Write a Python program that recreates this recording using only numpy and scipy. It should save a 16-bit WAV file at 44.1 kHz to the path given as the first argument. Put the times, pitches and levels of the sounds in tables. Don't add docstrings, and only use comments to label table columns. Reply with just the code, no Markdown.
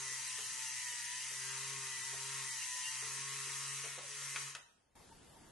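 import sys
import numpy as np
from scipy import signal
from scipy.fft import rfft, irfft, next_fast_len
from scipy.io import wavfile
from scipy.ndimage import uniform_filter1d, map_coordinates

SR = 44100
rng = np.random.default_rng(int(sys.argv[2]) if len(sys.argv) > 2 else 0)


def decibels_to_gain(level_db):
    exponent = np.asarray(level_db, float) / 20
    return 10 ** exponent


def int16_out(signal):
    q = np.round(np.clip(np.atleast_2d(signal).T, -1, 1) * 32767)
    wavfile.write(sys.argv[1], SR, q.astype(np.int16))


N = 242991
RUN_DB = -46


def unit(x):
    return x / np.sqrt(np.mean(x ** 2) + 1e-20)


def along(points, hz):
    f, v = np.transpose(points)
    return np.interp(np.log(hz + 1), np.log(f + 1), v)


def wobble(rate):
    knots = rng.standard_normal(int(N * rate / SR) + 4)
    return map_coordinates(knots, [np.arange(N) * rate / SR])


def filtered(x, response):
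    m = next_fast_len(N + SR // 2)
    return irfft(rfft(x, m) * response(np.fft.rfftfreq(m, 1 / SR)), m)[..., :N]


def coloured(points):
    return lambda f: decibels_to_gain(along(points, f))


def ports(pair):
    # hz, likeness (0 to 1)
    alike = [(60, 0.88), (130, 1), (270, 0.44), (570, 0.28), (1200, 0.5), (2540, 0.75), (5370, 0.34),
             (9000, 0.42), (11400, 0.27)]
    # hz, left_over_right_db
    lean = [(60, 3.5), (250, -2.5), (400, 1), (1200, 1.5), (2540, -0.1), (5370, 2.4), (9000, 2),
            (11400, 1.5)]
    # hz, left_leads_rad
    lead = [(150, 0.01), (400, 0.21), (900, -0.19), (4390, -0.032), (5000, 0.92), (6290, 0.7),
            (8180, -0.073), (8610, -1), (9820, 0.061), (11500, 0.79)]

    def mid_side(f):
        turn = np.arccos(np.clip(along(alike, f), -1, 1)) / 2
        return np.array([np.cos(turn), np.sin(turn)])

    def left_right(f):
        tilt = decibels_to_gain(along(lean, f) / 2) * np.exp(0.5j * along(lead, f))
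        return np.array([tilt, 1 / tilt])

    mid, side = filtered(pair, mid_side)
    return filtered(np.array([mid + side, mid - side]), left_right)


def rush(colour, patchy_db):
    z = signal.stft(rng.standard_normal((2, N)), nperseg=512)[2]
    patches = uniform_filter1d(rng.standard_normal(z.shape[1:]), size=3, axis=0)
    patches = uniform_filter1d(patches, size=12, axis=1)
    pair = signal.istft(z * decibels_to_gain(patchy_db * unit(patches)), nperseg=512)[1][:, :N]
    return unit(ports(filtered(pair, colour)))


def burst(t, t60, lo_hz, hi_hz):
    band = signal.butter(2, [lo_hz, hi_hz], "bandpass", fs=SR, output="sos")
    return unit(signal.sosfilt(band, rng.standard_normal(len(t)))) * decibels_to_gain(-60 * t / t60)


def quiet_room():
    # hz, density_db (per Hz)
    still_air = [(12, -43), (20, -5), (156, -4), (193, -5), (679, -11), (910, -10), (1010, -13.5),
                 (1360, -16.5), (1920, -16.5), (2650, -20), (3370, -19.5), (6560, -20.5), (11800, -21),
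                 (15400, -60), (22000, -120)]
    # hz, density_db (per Hz)
    house = [(20, -36), (45, -21), (80, -1), (130, -4), (400, -120)]
    # start_s, peak_db
    hollow = [
        (4.96, -64),
        (5.112, -55.5),
        (5.359, -59.5),
        (5.427, -66),
    ]
    t = np.arange(N) / SR
    lift_s, half_rise_s = 4.953, 0.0014
    gain_db = np.interp(t, [lift_s - half_rise_s, lift_s + half_rise_s], [-14.5, 2.5])
    air = decibels_to_gain(-63 + gain_db) * rush(coloured(still_air), patchy_db=1.5)
    drone = decibels_to_gain(-84.5) * rush(coloured(house), patchy_db=6.5)
    swell = sum(decibels_to_gain(db) * np.exp(-((t - s - 0.012) / 0.011) ** 2) for s, db in hollow)
    return air + drone + swell * np.sin(2 * np.pi * 905 * t)


def echo(x):
    # hz, t60_s
    room = [(200, 1), (2000, 0.49), (10000, 0.63)]
    hz, t, z = signal.stft(rng.standard_normal((2, SR // 2)), SR, nperseg=256)
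    tail = signal.istft(z * decibels_to_gain(-60 * t / along(room, hz)[:, None]), SR, nperseg=256)[1]
    late = np.pad(x, (300, 0))[None]
    return signal.fftconvolve(late, tail / np.linalg.norm(tail[0]), axes=1)[:, :N]


def button():
    # start_s, peak_db, bright_db, dull_db
    clicks = [
        (4.3598, -28, -25, -22.5),
        (4.55, -35, -3, -16),
    ]
    # pitch_hz, level_db, t60_s
    panel = [(952, -16, 0.18), (1484, -7.5, 0.086), (1920, -33, 0.13), (2484, -15, 0.049), (2860, -19, 2.0),
             (3080, -31, 0.13), (3830, -20, 0.92), (4670, -14, 0.14)]
    out, t = np.zeros(N + SR), np.arange(SR // 4) / SR
    for s, db, bright_db, dull_db in clicks:
        ring = np.zeros(len(t))
        for hz, level_db, t60 in panel:
            decay = decibels_to_gain(level_db + rng.normal(0, 1.5) - 60 * t / min(t60, 0.07))
            ring += decay * np.sin(2 * np.pi * hz * t)
        snap = 0.83 * burst(t, 0.085, 1300, 3000)
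        snap += decibels_to_gain(bright_db) * burst(t, 0.052, 3600, 8600)
        snap += decibels_to_gain(dull_db) * burst(t, 0.18, 420, 1200)
        out[round(s * SR):][:len(t)] += decibels_to_gain(db - 6.5) * (ring + snap)
    return out[:N]


def knocks():
    # start_s, peak_db, ring_hz, crack_db, thud_db
    seams = [
        (0.382, -54, 437, 17, -14),
        (1.305, -58, 430, -1, -9),
        (2.128, -51, 428.4, 9, -16),
        (3.022, -51, 439, 0, -11),
        (3.838, -44, 441.3, 7, -23),
        (3.977, -46, 512.7, 7.5, -25),
        (4.03, -52, 570, -4, -22),
    ]
    out, t = np.zeros(N + SR), np.arange(SR // 4) / SR
    onset = 1 - np.exp(-t / 0.0067)
    for s, db, hz, crack_db, thud_db in seams:
        ring = 1.1 * np.sin(2 * np.pi * hz * t) * decibels_to_gain(-60 * t / 0.088)
        ring += 0.46 * burst(t, 0.17, 327, 830)
        crack = decibels_to_gain(crack_db - 8) * burst(t, 0.12, 640, 3600)
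        thud = decibels_to_gain(thud_db - 6) * burst(t, 0.28, 50, 410)
        out[round(s * SR):][:len(t)] += decibels_to_gain(db + 0.5) * (ring + crack + thud) * onset
    return out[:N]


def controls():
    # time_s, turns_hz
    shaft = [(0.0, 133.7), (0.31, 127.5), (0.58, 129.6), (1.04, 119.2), (1.24, 127.9), (1.39, 131.7),
             (1.73, 135.9), (1.97, 130.9), (2.37, 136), (2.68, 124.9), (2.76, 124.2), (3.21, 136.3),
             (3.85, 137.7), (3.88, 139.6), (4.04, 136), (4.12, 141.3), (4.35, 136.6), (4.5, 140.1)]
    t = np.arange(N) / SR
    time_s, turns_hz = np.transpose(shaft)
    hz = uniform_filter1d(np.interp(t, time_s, turns_hz, right=139), size=2000)
    free_hz, sag_hz = 133.2, 8.4
    load = np.clip((free_hz - hz) / sag_hz, 0, 2)
    lean_s, in_s, out_s = 4.0, 0.07, 0.16
    lean = np.exp(np.where(t < lean_s, (t - lean_s) / in_s, (lean_s - t) / out_s))
    run_db = RUN_DB + 0.43 * load - 6.5 * lean
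    off_s, knee_s, db_per_s = 4.504, 0.04, 197
    fall_db = -db_per_s * knee_s * np.logaddexp(0, (t - off_s) / knee_s)
    return hz, load, run_db, fall_db


def modes(f, peaks):
    return sum(decibels_to_gain(db) ** 2 / (1 + (2 * (f - c) / w) ** 4) for c, w, db in peaks)


def body(spectrum, peaks):
    # pitch_hz, width_hz
    nulls = [(3500, 90), (4350, 80), (5250, 140), (7850, 200), (9170, 110), (9600, 67), (10680, 93),
             (11080, 80)]

    def gain(f):
        dips = np.prod([1 - 0.25 / (1 + (2 * (f - c) / w) ** 2) for c, w in nulls], axis=0)
        between = decibels_to_gain(along(spectrum, f) - 5.5)
        return dips * np.sqrt(modes(f, peaks) + between ** 2)

    return gain


def whine():
    # shaft_order, level_db
    free_orders = [(1, 0), (2, -24), (3, -11), (4, -23.5), (5, -29.5), (6, -24), (7, -1.5), (8, -1),
                   (9, -5), (10, -6.5), (11, -9.5), (12, -6.5), (13, -11.5), (14, -7.5), (15, -1), (16, -7),
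                   (17, -7), (18, -10), (19, -2), (20, -11), (21, -4), (22, -13.5), (23, -17), (24, -7.5)]
    # shaft_order, level_db
    loaded_orders = [(1, -19), (2, -30), (3, -27), (4, -31), (5, -32), (6, -24), (7, -16), (8, -3),
                     (9, -16.5), (10, -15.5), (11, -25), (12, -13), (13, -13), (14, -3), (15, -4),
                     (16, 2.5), (17, -7.5), (18, -22), (19, -18), (20, -18), (21, -8.5), (22, -16),
                     (23, -13), (24, -4)]
    # shaft_order, pitch_hz, width_hz, level_db
    sympathy = [(1, 136.7, 7.8, -60), (1, 100, 30, -68), (3, 404, 13.7, -65), (3, 422, 7.3, -66),
                (7, 934, 64, -64.5), (8, 984, 62, -58), (8, 1085, 46, -61), (22, 2800, 28, -53.5),
                (15, 1972, 29, -54.5), (15, 1865, 26, -54.5)]
    hz, load, run_db, fall_db = controls()
    angle = 2 * np.pi * np.cumsum(hz * (1 + 0.001534 * wobble(25.14))) / SR
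    kick_db = 6.5 * np.exp(-((np.arange(N) / SR - 4.46) / 0.042) ** 2)
    share = np.minimum(load, 1)
    out = np.zeros(N)
    for (order, free_db), (_, loaded_db) in zip(free_orders, loaded_orders):
        k = round(order)
        balance_db = (1 - share) * (free_db - 15.5) + share * (loaded_db - 14.0)
        drift = decibels_to_gain(run_db + balance_db + 3.5 * wobble(9))
        crossed = [mode for o, *mode in sympathy if round(o) == k]
        swell_db = run_db - RUN_DB + 1.27 * np.sqrt(min(k, 8)) * wobble(8) + (k == 1) * kick_db
        swell = np.sqrt(modes(k * hz, crossed)) * decibels_to_gain(swell_db)
        level = swell if k in (1, 3, 7, 8) else np.hypot(swell, drift)
        out += np.sqrt(2) * level * np.sin(k * angle + rng.uniform(0, 2 * np.pi))
    return out * decibels_to_gain(fall_db), angle


def motor():
    # hz, density_db (per Hz)
    gear_colour = [(780, -59), (880, -32.5), (1100, -21), (1250, -6.5), (1600, -8), (1750, -14.5),
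                   (2260, 0.5), (3100, -0.5), (3480, -1.5), (4600, -9), (6000, -34), (10000, -120)]
    # pitch_hz, width_hz, level_db
    case_modes = [(917, 34, -5), (1020, 17, -15.5), (1766, 41, -1), (1855, 61, 4), (1964, 78, 0),
                  (2130, 120, -4), (2544, 48, -0.5), (2809, 27, 1), (3160, 79, -4.5), (3692, 25, 2),
                  (4027, 127, -2)]
    # hz, density_db (per Hz)
    idler_colour = [(650, -33), (1100, 1.5), (1150, -21), (1240, -1.5), (1660, -10.5), (1750, 0),
                    (2280, -42), (3850, -120)]
    # hz, density_db (per Hz)
    brush_colour = [(2530, -32), (4300, -7.5), (5360, -2.5), (5830, -2.5), (7800, -1.5), (8420, -4.5),
                    (9440, -4.5), (10600, -7), (11300, -19), (11800, -40), (15400, -52), (22000, -120)]
    # pitch_hz, width_hz, level_db
    cover_modes = [(4710, 28, -7.5), (4880, 84, -7.5), (5820, 91, -1.5), (5930, 29, -0.5), (6210, 42, 0.5),
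                   (6570, 57, -1.5), (6676, 48, -4), (7380, 76, -6.5), (8400, 38, -4), (8160, 83, -5.5),
                   (8400, 68, -13.5), (8530, 90, -2.5), (8880, 82, -3.5), (9910, 190, -9.5),
                   (10240, 99, -8.5), (10450, 100, -8), (10860, 46, -4.5), (11150, 72, -7),
                   (11436, 264, -13.5)]
    # hz, density_db (per Hz)
    table_colour = [(12, -40), (25, -28), (70, -23.5), (123, 4), (177, -4), (300, -8), (450, 2.5),
                    (574, -1.5), (700, -17), (850, -18), (1100, -40), (1870, -120)]
    tones, angle = whine()
    _, load, run_db, fall_db = controls()
    hiss_db = run_db + fall_db + 0.41 * wobble(3.52)
    shake_db = run_db + 0.69 * fall_db

    beat = 1 + 0.2 * np.cos(angle)
    rattle = unit(beat * rush(body(gear_colour, case_modes), patchy_db=1.5))
    rattle *= decibels_to_gain(shake_db - 4.5 + 0.52 * wobble(7.63))

    idler_db = shake_db - 13.5 - 13 * load ** 1.3 + 1.3 * wobble(8)
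    idler = decibels_to_gain(idler_db) * rush(coloured(idler_colour), patchy_db=0.5)

    sparks = decibels_to_gain(0.44 * wobble(900)) * (1 + 0.081 * np.cos(angle + 1.47))
    hiss = decibels_to_gain(hiss_db + 2.05) * unit(sparks * rush(body(brush_colour, cover_modes), patchy_db=1.0))

    rumble_db = hiss_db - 26.5 - 4.6 * np.minimum(load, 1)
    rumble = decibels_to_gain(rumble_db) * rush(coloured(table_colour), patchy_db=7.5)
    spread = ports(np.array([tones, 0.19 * np.roll(tones, 157)]))
    return spread + rattle + idler + hiss + rumble


def scene():
    hits = knocks() + button()
    direct = hits * decibels_to_gain([[0.7], [-0.7]])
    return motor() + direct + decibels_to_gain(-4.5) * echo(hits) + quiet_room()


def drop_faint_bands(x):
    hz, t, z = signal.stft(x, SR, nperseg=1024)
    pitch = hz[:, None]
    power = np.mean(np.abs(z) ** 2, axis=0) + 1e-20

    def blocks(v):
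        return v[np.arange(len(hz)) // 5 * 5][:, np.arange(len(t)) // 2 * 2]

    band = uniform_filter1d(power, size=5, axis=0, origin=-2)
    band_db = 10 * np.log10(uniform_filter1d(band, size=3, axis=1))
    around_db = 10 * np.log10(np.abs(uniform_filter1d(power, size=48, axis=0)))
    mask_db = np.maximum(around_db - 6, -109)
    mask_db = np.maximum(mask_db, np.roll(mask_db, 4, axis=1) - 3.5)
    mask_db += 2.3 * (power.sum(axis=0) < decibels_to_gain(-58) ** 2)
    mask_db = uniform_filter1d(mask_db, size=3, axis=1)
    luck = unit(uniform_filter1d(rng.standard_normal(power.shape), size=5, axis=1))
    keep = blocks(band_db - mask_db + 2.7 * luck > 0) | (pitch < 1900)
    keep &= blocks(pitch < 11560 + 330 * luck[0])
    joined = np.where(pitch > 11250, z.mean(axis=0), z)
    return signal.istft(keep * joined, nperseg=1024)[1][:, :N]


def top_cut(x):
    return signal.sosfilt(signal.butter(12, 11960, fs=SR, output="sos"), x)


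def record(dry):
    mix = drop_faint_bands(dry)
    return top_cut(mix)


dry = scene()
out = record(dry)
int16_out(out)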